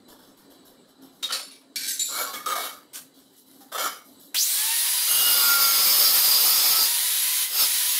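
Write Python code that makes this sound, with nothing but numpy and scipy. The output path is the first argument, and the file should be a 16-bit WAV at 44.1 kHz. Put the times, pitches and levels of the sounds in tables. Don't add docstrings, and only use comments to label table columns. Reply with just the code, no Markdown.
import sys
import numpy as np
from scipy import signal
from scipy.io import wavfile
from scipy.ndimage import uniform_filter1d

SR = 44100
rng = np.random.default_rng(int(sys.argv[2]) if len(sys.argv) > 2 else 0)


def gain_from_db(level_db):
    decades = np.asarray(level_db, float) / 20
    return 10 ** decades


def dump(signal):
    limited = np.clip(np.atleast_2d(signal).T, -1, 1)
    pcm = np.round(limited * 32767).astype(np.int16)
    wavfile.write(sys.argv[1], SR, pcm)


N = 352359
T = np.arange(N) / SR

FADES_DB_PER_S = {"pair": 172, "offcut": 123, "slab": 178, "cloth": 304}
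# touch in seconds, time to bite in seconds,
# time to bog the motor down in seconds, lift-out in seconds.
CUTS = [
    (5.065, .04, 1.0, 6.82),
    (7.475, .07, .02, 7.61),
]

SWITCH_S, INRUSH_S = 4.343, .095
FREE_HZ = 1015
PINION, CROWN = 11, 38


def evened(x):
    return x / np.sqrt(np.mean(x ** 2) + 1e-20)


def ramp(s, length):
    return np.clip((T - s) / max(length, 1e-3), 0, 1)


def read(points, hz):
    f, value = np.transpose(points)
    return np.interp(np.log(hz + 1), np.log(f + 1), value)


def drift(hz):
    r = np.exp(-32 * hz / SR)
    coarse = signal.lfilter([1], [1, -2 * r, r * r], rng.standard_normal(N // 32 + 2))
    return np.interp(np.arange(N) / 32, np.arange(len(coarse)), evened(coarse))


def mottled(x, streak_db):
    z = signal.stft(x, nperseg=512, noverlap=384)[2]
    streaks = uniform_filter1d(rng.standard_normal(z.shape), size=20, axis=1)
    streaks = uniform_filter1d(streaks, size=9, axis=1)
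    streaked = signal.istft(z * gain_from_db(streak_db * evened(streaks)), nperseg=512, noverlap=384)[1]
    return evened(streaked[:N])


def responses(body):
    split_hz, ring_top_db = 2250, 9
    colour, rings, lift_db = body
    hz = np.abs(np.fft.fftfreq(8192, 1 / SR))
    power = gain_from_db(2 * read(colour, hz))
    for f, width, db in rings:
        power = power + gain_from_db(2 * (min(db, ring_top_db) + lift_db)) / (1 + (2 * (hz - f) / width) ** 2) ** 2
    high = 1 / (1 + (split_hz / (hz + 1)) ** 12)
    gains = np.log(np.maximum(power * [1 - high, high], 1e-10)) / 2
    taps = np.fft.ifft(np.exp(np.conj(signal.hilbert(gains)))).real[:, :4096]
    taps = taps * np.hanning(8192)[4096:]
    return taps / np.linalg.norm(taps, axis=1, keepdims=True)


def ring(body, bass, treble):
    low, high = responses(body)
    return (signal.oaconvolve(bass, low) + signal.oaconvolve(treble, high))[:len(bass)]


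def follow(x, hz, width):
    turn, r = np.exp(2j * np.pi * np.cumsum(hz) / SR), np.exp(-np.pi * width / SR)
    return 2 * (turn * signal.lfilter([(1 - r) ** 2], [1, -2 * r, r * r], x / turn)).real


def orders(hz, table, waver_db):
    turns = np.cumsum(hz) / SR
    out = np.zeros(N)
    for multiple, db in table:
        out += gain_from_db(db + waver_db * drift(41)) * np.sqrt(2) * np.sin(2 * np.pi * multiple * turns)
    return out


def room_tone():
    # a colour (each point: frequency in Hz, level in dB per Hz),
    # rings (each row: frequency in Hz, width in Hz, level in dB), then the lift of the rings in dB.
    room_body = ([(15, -72), (25, -43.5), (276, -3.5), (342, -7), (812, -17), (905, -18.5), (1010, -18.5),
                  (2660, -30), (2890, -21), (4570, -16), (5520, -28), (8050, -22.5), (15800, -36)],
                  [(270, 30, -4), (3930, 60, -13), (4000, 140, -14), (8000, 26, -10.5)], 6.7)
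    # middle in seconds, half length in seconds, change in dB.
    rumbles = [
        (.17, .14, 5),
        (3.4, .2, -3),
        (4.2, .15, -2),
    ]
    room_db, gated_db = -56.5, -51
    drone_hz, drone_db = 268, -11
    noise = mottled(rng.standard_normal(N), 3.5)
    gate = gain_from_db(room_db + gated_db * ramp(SWITCH_S, 0.018))
    lumps = gate * gain_from_db(1.5 * drift(25))
    swell = gain_from_db(sum(db * np.exp(-((T - s) / half) ** 2) for s, half, db in rumbles))
    drone = gate * orders(drone_hz + 3 * drift(20), [(1, drone_db)], 2.0)
    return ring(room_body, noise * lumps * swell, noise * lumps * gain_from_db(-7.5)) + drone


def walls(x):
    # frequency in Hz, time to die away by 60 dB in seconds.
    dying = [(600, 0.27), (11000, 0.29)]
    taps = np.zeros(SR // 2)
    at = np.arange(200, SR // 2 - 20, 20)
    taps[at + rng.integers(0, 20, len(at))] = rng.choice([-1., 1.], len(at))
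    hz, t, z = signal.stft(taps, SR, nperseg=256)
    tail = signal.istft(z * gain_from_db(-60 * t / read(dying, hz)[:, None]), SR, nperseg=256)[1]
    return signal.fftconvolve(x, tail / np.linalg.norm(tail))[:N]


def grit(per_s, spread_db):
    grains = gain_from_db(spread_db * np.minimum(rng.exponential(1, N), 4)) * (rng.random(N) < per_s / SR)
    return evened(evened(grains * rng.standard_normal(N)) + 1.3 * rng.standard_normal(N))


def marking(force):
    # start in seconds, peak in dB, change of the treble in dB (below 0 duller, above 0 brighter),
    # length in seconds.
    marks = [(0.079, -27.5, -11, 0.079), (0.186, -33.5, -26, 0.14), (0.364, -40.5, 0, 0.08),
             (0.499, -35.5, -4, 0.053), (0.645, -34.5, -2, 0.071), (0.876, -36.5, -21, 0.052),
             (1.015, -32, -8, 0.063), (1.114, -43.5, -2, 0.2), (3.136, -37, -9, 0.2),
             (3.322, -49, 9, 0.048), (3.362, -48.5, 19.5, 0.057), (3.456, -53, 17.5, 0.27),
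             (3.603, -40, -1, 0.03), (4.04, -49, 14, 0.14), (4.193, -51.5, 22, 0.1)]
    # frequency in Hz, level in dB per Hz.
    marker_colour = [(350, -19), (600, -14.5), (1610, -19), (2490, -44), (2980, -9), (8530, -12),
                     (12200, -5), (15800, -14.5)]
    # frequency in Hz, width in Hz, level in dB.
    marker_rings = [(3510, 45, -1), (5350, 96, 0), (12000, 26, -10), (12500, 46, 4)]
    bright, dull = np.zeros((2, N))
    for s, db, dull_db, length in marks:
        u = np.maximum(T - s, 0)
        swell = gain_from_db(db - 18.0) * (1 - np.exp(-u / 0.01)) * np.exp(-(u / length) ** 2)
        bright = bright + swell * gain_from_db(dull_db)
        dull = dull + swell * (1 - gain_from_db(dull_db))
    push = force * bright + signal.lfilter([.45], [1, -.55], force * dull)
    marker, cloth = push * (T < 2), push * (T > 2)
    rung = ring((marker_colour, marker_rings, 2.0), 0.51 * marker, marker)
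    return rung + ring((marker_colour, (), 0), 0.13 * cloth, cloth)


def effort(row, strokes, fade_db_per_s):
    tail_s = .22
    linger = .045
    start, let_go, entry_db, top_db, weight_db = row
    end = min([let_go + tail_s] + [other[0] for other in strokes if other[0] > start])
    faded_db = fade_db_per_s * np.maximum(T - let_go, 0)
    level_db = entry_db + (top_db - entry_db) * ramp(start, let_go - start) ** .65 - faded_db
    treble = ramp(start, .003) * (1 - ramp(end - .003, .003)) * gain_from_db(level_db)
    return treble * gain_from_db(weight_db + linger * faded_db), treble, end


def scrape(force, knocks, colour, fade_db_per_s, row, strokes, rings=()):
    ring_lift_db = 9
    damping = 1.5
    bass, treble, end = effort(row, strokes, fade_db_per_s)
    push = force * (1 + knocks / (treble + 1e-4))
    span = slice(round(row[0] * SR), round((end + .1) * SR))
    held = (colour, [(f, width * damping, db) for f, width, db in rings], ring_lift_db)
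    out = np.zeros(N)
    out[span] = ring(held, (push * bass)[span], (push * treble)[span])
    return out


def cloth_swish(force):
    # start in seconds, let-go in seconds, entry in dB, let-go level in dB,
    # weight (bass minus treble) in dB.
    swish = [
        (2.931, 2.96, -47, -33.5, -16),
    ]
    # frequency in Hz, level in dB per Hz.
    cloth_colour = [(120, -42), (200, -26), (547, -1), (1670, 0), (2040, -10), (2190, -14), (12000, -10),
                    (15800, -19)]
    return scrape(force, 0, cloth_colour, FADES_DB_PER_S["cloth"], swish[0], swish)


def knocking():
    # time in seconds, peak in dB.
    blows = [(1.23, -18), (1.255, -32), (1.324, -14), (1.758, -11), (1.765, -24), (1.833, -22),
             (1.866, -22), (1.883, -21), (1.903, -26), (1.995, -9), (2.011, -15), (2.151, -23),
             (2.198, -36), (2.216, -33), (2.34, -25), (2.46, -18.5), (2.486, -19), (2.507, -27),
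             (2.527, -29), (2.564, -26), (2.652, -22), (3.725, -30), (3.748, -30), (3.783, -18),
             (3.807, -34), (3.826, -22), (3.839, -21), (3.861, -24)]
    return sum(gain_from_db(db - 13) * (T > s) * np.exp(-np.abs(T - s) / .006) for s, db in blows)


def stones(force):
    # start in seconds, let-go in seconds, entry in dB, let-go level in dB,
    # weight (bass minus treble) in dB.
    lifts = [(1.225, 1.243, -31, -30, -16), (1.287, 1.312, -45, -33.5, 2.5), (1.321, 1.336, -23, -25, -12),
             (1.507, 1.527, -44, -47.5, -16)]
    offcuts = [(1.758, 1.865, -31, -32, -13), (1.874, 1.906, -28, -27, -20.5),
               (1.991, 2.07, -27.5, -30, -30.5)]
    slides = [(2.082, 2.219, -46, -28.5, -1.5), (2.262, 2.279, -37, -34.5, -0.5),
              (2.328, 2.343, -42, -32.5, -0.5), (2.461, 2.54, -34.5, -34.5, 2.5),
              (2.552, 2.646, -33, -32, -2), (3.717, 3.763, -44.5, -35, 1.5),
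              (3.776, 3.852, -32, -28.5, -0.5), (3.605, 3.615, -55, -55, 1)]
    # frequency in Hz, level in dB per Hz.
    pair_colour = [(120, -64), (200, -75), (499, -5), (848, -16.5), (1360, -7), (2080, -14), (4480, -3.5),
                   (4900, -8), (11400, -19), (15800, -25)]
    offcut_colour = [(120, -52), (200, -42), (1270, -29), (1520, -11), (2890, -15), (3940, -4.5),
                     (7890, -8.5), (9300, -10.5), (12700, -10), (15800, -25)]
    slab_colour = [(120, -39), (200, -22.5), (499, -2), (981, -6.5), (1220, 4), (2590, -20.5), (3160, -9.5),
                   (9130, -16.5), (11400, -13), (15800, -18.5)]
    # frequency in Hz, width in Hz, level in dB.
    lift_rings = ([
        [(3740, 60, 3), (5650, 55, -13), (9880, 32, -23), (12500, 32, -21), (13200, 29, -24)],
        [(1400, 220, -3), (3030, 110, -4)],
        [(3970, 70, -5), (4450, 130, -4), (5280, 60, -6), (7130, 42, -7), (8730, 190, -8), (11100, 140, -8), (13200, 42, -11)],
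        [(2310, 29, -5), (3730, 44, -2), (9850, 39, 0), (12200, 29, -3)],
    ])
    offcut_rings = ([
        [(1560, 64, -11), (2330, 37, -6), (4500, 31, 5), (5540, 36, -4), (8080, 30, -6), (8840, 130, -18), (11200, 48, -19), (12400, 39, -16), (13200, 190, -18), (15300, 53, -23)],
        [(1590, 51, -16), (3885, 88, -5), (4540, 59, -8), (6200, 100, -2), (7400, 36, -6), (8020, 58, -5), (9960, 58, -3), (10550, 42, -1), (12400, 39, -3), (13300, 36, -5), (14400, 56, -14), (15300, 36, -12)],
        [(2365, 27, -11), (3895, 94, 1), (4420, 50, -5), (7150, 100, 4.5), (7700, 68, 3), (9000, 110, -15), (9790, 49, -6), (11100, 57, -1), (12200, 83, -10)],
    ])
    slide_rings = ([
        [(1362, 37, 2), (2250, 42, -7), (4290, 140, -9), (7110, 42, -7), (7600, 31, -11), (10000, 63, -8), (11600, 39, -6), (12300, 46, -3), (13800, 34, -10), (14400, 33, -13), (15200, 32, -15)],
        [(1095, 35, 5), (2850, 37, -12), (4090, 47, -7), (11000, 38, -14), (12700, 30, -8), (13800, 33, -15), (15100, 41, -11)],
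        [(1230, 37, 6), (1710, 30, 0.5), (2210, 36, -4), (3340, 33, -11), (11600, 47, -13), (13200, 37, -11)],
        [(1245, 42, 6), (2210, 77, -11), (3700, 38, -10), (4900, 29, -19), (6550, 80, -12), (7930, 59, -14), (8590, 53, -18), (10100, 41, -22), (11600, 130, -20), (13000, 32, -16), (14000, 39, -21)] + [(1365, 40, 0)],
        [(1257, 27, -1.5), (2210, 71, -10.5), (3784, 35, -8.5), (4690, 40, -10), (8580, 60, -17), (9900, 80, -17), (10900, 37, -14), (11600, 130, -15), (13200, 49, -11), (14500, 57, -19), (15100, 33, -21)],
        [(1290, 33, 0.5), (3540, 34, -8), (5850, 76, -16), (7330, 47, -14), (9990, 52, -20), (11500, 54, -16), (12600, 37, -14), (15000, 32, -17)],
        [(1362, 49, 1.5), (2227, 78, -10.5), (3050, 35, -8), (4950, 28, -9), (5800, 35, -6), (7040, 36, -17), (8560, 150, -21), (11100, 52, -14), (11670, 46, -13), (13100, 66, -17), (15000, 40, -19)] + [(1230, 50, -1), (5300, 40, -12)],
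        [(807, 45, 12)],
    ])
    knocks = knocking()
    out = np.zeros(N)
    for name, colour, strokes, rings in (("pair", pair_colour, lifts, lift_rings),
                                         ("offcut", offcut_colour, offcuts, offcut_rings),
                                         ("slab", slab_colour, slides, slide_rings)):
        for row, row_rings in zip(strokes, rings):
            out += scrape(force, knocks, colour, FADES_DB_PER_S[name], row, strokes, row_rings)
    return out


def motion():
    quick_hz, quick_s, slow_hz, slow_s = 436, .066, 409, .27
    sag_hz, recover_s = 112, .19
    leave_s, sink_s = 0.072, 0.43
    u = np.maximum(T - SWITCH_S, 0)
    load, contact = np.zeros((2, N))
    for s, bite, bog, lift in CUTS:
        load += ramp(s + bite, bog) * np.exp(-np.maximum(T - lift, 0) / recover_s)
        contact += ramp(s, bite) * (1 - ramp(lift, leave_s))
    speed_hz = FREE_HZ - quick_hz * np.exp(-u / quick_s) - slow_hz * np.exp(-u / slow_s)
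    speed_hz = speed_hz - sag_hz * np.minimum(load, 1)
    return speed_hz, contact, ramp(CUTS[0][0], sink_s)


def loudness(speed_hz, contact, sunk):
    free_db, inrush_db, cut_db, sink_db, weight_db = -23.5, -24.5, 2.5, 1.5, -16
    click_db, click_s = 11, .018
    dip_s, dip_db, dip_in_s, dip_out_s = 7.485, -10, 0.048, 0.13
    inrush = 1 - ramp(SWITCH_S + INRUSH_S - .005, .015)
    dip = ramp(dip_s - dip_in_s, dip_in_s) - ramp(dip_s, dip_out_s)
    running = gain_from_db(free_db + contact * (cut_db + sink_db * sunk) + dip_db * dip)
    running = running * (speed_hz / FREE_HZ) ** .15
    treble = ramp(SWITCH_S, .003) * (inrush * gain_from_db(inrush_db) + (1 - inrush) * running)
    thump_db = click_db * np.exp(-np.abs(T - SWITCH_S) / click_s)
    return treble * gain_from_db(weight_db + thump_db), treble, inrush


def fan_whirr(air, bass, treble, cut):
    whirr_body = ([(35, -83), (60, -64), (124, -46), (280, -25), (397, -28.5), (489, -23.5), (877, -17),
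                   (962, -13.5), (1190, -15.5), (3900, 2), (7670, -2), (10900, 2.5), (15800, -1)],
                   [(3100, 160, -3), (3980, 810, -2.5)], 0.5)
    lag_db, lag_s, lag_hz = -13, .12, 4200
    free = np.sqrt(1 - cut)
    whirr = ring(whirr_body, air * bass * free, air * treble * free)
    whirr = signal.sosfilt(signal.butter(4, 150, "high", fs=SR, output="sos"), whirr)
    lag = gain_from_db(lag_db * ramp(SWITCH_S + 0.0091, .02) * np.exp(-np.abs(T - SWITCH_S) / lag_s))
    draught = signal.sosfiltfilt(signal.butter(3, lag_hz, fs=SR, output="sos"), whirr)
    return whirr - (1 - lag) * draught


def gear_howl(air, speed_hz, treble, inrush, contact):
    inrush_db, running_db, cut_db = 2, -8, -5
    mesh_hz = PINION * speed_hz * (1 + 0.03 * drift(320))
    howl = evened(follow(air[::-1], mesh_hz, 1500))
    howl = howl + .25 * evened(follow(air[::-1], 2 * mesh_hz, 2500))
    howl = signal.sosfilt(signal.butter(3, 2500, "high", fs=SR, output="sos"), howl)
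    howl_db = running_db + (inrush_db - running_db) * inrush + cut_db * contact
    return howl * treble * gain_from_db(howl_db) * ramp(SWITCH_S, .028)


def motor_whine(speed_hz, contact):
    # multiple of the motor speed, level in dB.
    armature_orders = [(1, -1), (2, 1), (3, 1), (4, -3), (5, -14)]
    full_db, full_hz, steep_db, cut_db = -46.5, 890, 120, -13
    whine_db = full_db - steep_db * np.abs(np.log10(speed_hz / full_hz)) + cut_db * contact
    whine = gain_from_db(whine_db) * orders(speed_hz * (1 + .0012 * drift(100)), armature_orders, 3.5)
    return whine * ramp(SWITCH_S + INRUSH_S, .1)


def disc_cutting(stone, disc_hz, bass, treble, cut, sunk):
    # a colour (each point: frequency in Hz, level in dB per Hz), rings (each row: frequency
    # in Hz, width in Hz, level in dB), then the lift of the rings in dB.
    rim_body = ([(35, -58), (60, -30.5), (727, -12), (1030, -13), (1400, -2.5), (2560, -47), (2810, -14),
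                 (3020, -2.5), (7150, -15), (12200, -4.5), (15800, -16)], [(4820, 130, -8),
                 (6400, 68, -0.5), (8570, 50, 1), (9800, 29, -6), (10580, 50, 2), (11000, 56, 7.5),
                 (11500, 80, 2), (11900, 63, 4), (12300, 32, -8), (12600, 38, -2), (15000, 26, 6)], 8.1)
    buried_body = ([(35, -72), (60, -39.5), (525, -20.5), (985, -18), (1300, -14.5), (1460, -23),
                    (3720, -9.5), (4700, -2.5), (5800, -10.5), (6990, -10.5), (10900, -15), (12800, -5.5),
                    (14400, 1.5), (15800, -15.5)], [(3520, 31, -6), (4840, 110, 1.5), (5220, 300, -4),
                    (6533, 52, -1), (8130, 320, -10.5), (9160, 32, -34), (10900, 90, -4), (11430, 50, -2),
                    (12300, 50, -16), (12600, 180, -27), (14000, 50, -9), (14000, 80, -1)], 5.1)
    depth = np.clip(.93 * sunk, 0, 1)
    wobble = 1 + 0.25 * np.sin(2 * np.pi * np.cumsum(disc_hz) / SR)
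    bite = wobble * gain_from_db(1.0 * drift(71)) * np.sqrt(cut)
    shallow = stone[::-1] * bite * np.sqrt(1 - depth)
    deep = stone * bite * np.sqrt(depth)
    return ring(rim_body, shallow * bass, shallow * treble) + ring(buried_body, deep * bass, deep * treble)


def disc_hum(disc_hz, contact, sunk):
    # multiple of the disc speed, level in dB.
    disc_orders = [(3, -19), (4, -16), (4.6, -14), (5, 1), (7, -18), (8, -12)]
    # middle in seconds, level in dB.
    shudders = [
        (6.07, -45),
        (6.76, -38),
        (7.59, -48),
    ]
    hum_db, tile_hz, tile_width_hz, tile_db = -55, 1388, 46, 26
    squeal_hz, squeal_db, choke_db = 2860, -37, -20
    tile = np.exp(-((5 * disc_hz - tile_hz) / tile_width_hz) ** 2)
    swell = gain_from_db(hum_db + tile_db * tile) * contact * sunk * (T < CUTS[1][0])
    swell = swell + sum(gain_from_db(db) * np.exp(-((T - s) / .055) ** 2) for s, db in shudders)
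    hum = swell * orders(disc_hz * (1 + .0015 * drift(120)), disc_orders, 3.0)
    squeal = gain_from_db(squeal_db + choke_db * sunk ** 9) * contact
    return hum + squeal * orders(squeal_hz + 10 * drift(60), [(1, 0)], 3.0)


def disc_singing():
    # middle in seconds, length in seconds, frequency in Hz, level in dB.
    songs = [(5.44, .3, 4830, -29.5), (5.66, 0.11, 4840, -30), (5.9, 0.34, 5300, -33),
             (6.07, .14, 4820, -26), (6.34, .24, 4850, -24.5), (6.55, .2, 5500, -38), (6.78, .3, 4800, -30),
             (7.62, .16, 4750, -33), (5, .5, 4800, -36), (6.02, 0.33, 5250, -33), (6.08, .2, 5450, -31),
             (6.7, .3, 5230, -36), (6.72, .36, 5450, -36), (5.66, .2, 2280, -42), (5.3, .3, 4300, -41),
             (7.63, 0.12, 5270, -28), (5.42, .2, 3510, -41), (5.8, 0.1213, 3500, -38),
             (6.63, .2, 3420, -43), (6.1, .2, 4230, -39), (6.28, 0.14, 6200, -39), (7.9, 0.14, 6550, -35),
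             (5.2, 0.28, 14100, -36), (5.5, .1, 14100, -31), (6.2, .2, 13000, -27), (6.45, .4, 15000, -35),
             (6.5, 0.48, 16000, -33), (6.42, 0.306, 14800, -34), (6.25, 0.22, 10980, -36),
             (5.92, .26, 1150, -41)]
    wander_hz, waver_db = 30, 2
    out, wander, waver = np.zeros(N), drift(308), drift(100)
    for k, (s, length, hz, db) in enumerate(songs):
        at, size = round((s - length / 2) * SR), round(length * SR)
        part = slice(k * 9000, k * 9000 + size)
        turns = np.cumsum(hz + wander_hz * wander[part]) / SR
        level = gain_from_db(db + 3 + waver_db * waver[part]) * np.hanning(size) ** .7
        out[at:at + size] += level * np.sin(2 * np.pi * turns)
    return out


def grinder():
    shallow_share, deep_share = 0.65, 0.8
    speed_hz, contact, sunk = motion()
    cut = np.clip(contact * (shallow_share + (deep_share - shallow_share) * sunk), 0, 1)
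    disc_hz = speed_hz * PINION / CROWN
    bass, treble, inrush = loudness(speed_hz, contact, sunk)
    air = mottled(rng.standard_normal(N), 2.0)
    stone = mottled(rng.standard_normal(N), 3.0)
    machine = fan_whirr(air, bass, treble, cut) + gear_howl(air, speed_hz, treble, inrush, contact)
    machine = machine + motor_whine(speed_hz, contact)
    disc = disc_cutting(stone, disc_hz, bass, treble, cut, sunk) + disc_hum(disc_hz, contact, sunk)
    return machine + disc + disc_singing()


def scene():
    force = mottled(grit(3000, 2.5), 3.8) * gain_from_db(1.2 * drift(400))
    near = marking(force) + cloth_swish(force) + stones(force) + grinder()
    return np.tile(near + gain_from_db(-8) * walls(near) + room_tone(), (2, 1))


def roll_off(x):
    return signal.sosfilt(signal.butter(12, 16340, fs=SR, output="sos"), x)


def record(dry):
    # middle in seconds, low edge in Hz, high edge in Hz.
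    spreads = [(4.81, 9000, 10500), (4.995, 13000, 14800), (5.53, 12400, 14000), (6.34, 9700, 12000),
               (6.53, 12400, 14000), (7.39, 12400, 14000), (7.62, 8300, 13300), (7.81, 6900, 14000)]
    out = dry - .5 * np.sign(dry) * np.maximum(np.abs(dry) - .28, 0)
    for s, low_hz, high_hz in spreads:
        span = slice(round(s * SR) - 1024, round(s * SR) + 1024)
        band_filter = signal.butter(6, [low_hz, high_hz], "band", fs=SR, output="sos")
        band = signal.sosfilt(band_filter, out[0, span][::-1])
        out[:, span] += gain_from_db(-2) * band * np.hanning(2048) * [[1], [-1]]
    top_cut = signal.firwin(801, 15720, window=("kaiser", 9), fs=SR)
    out = signal.oaconvolve(out, top_cut[None], "same")
    return roll_off(out)


dry = scene()
out = record(dry)
dump(out)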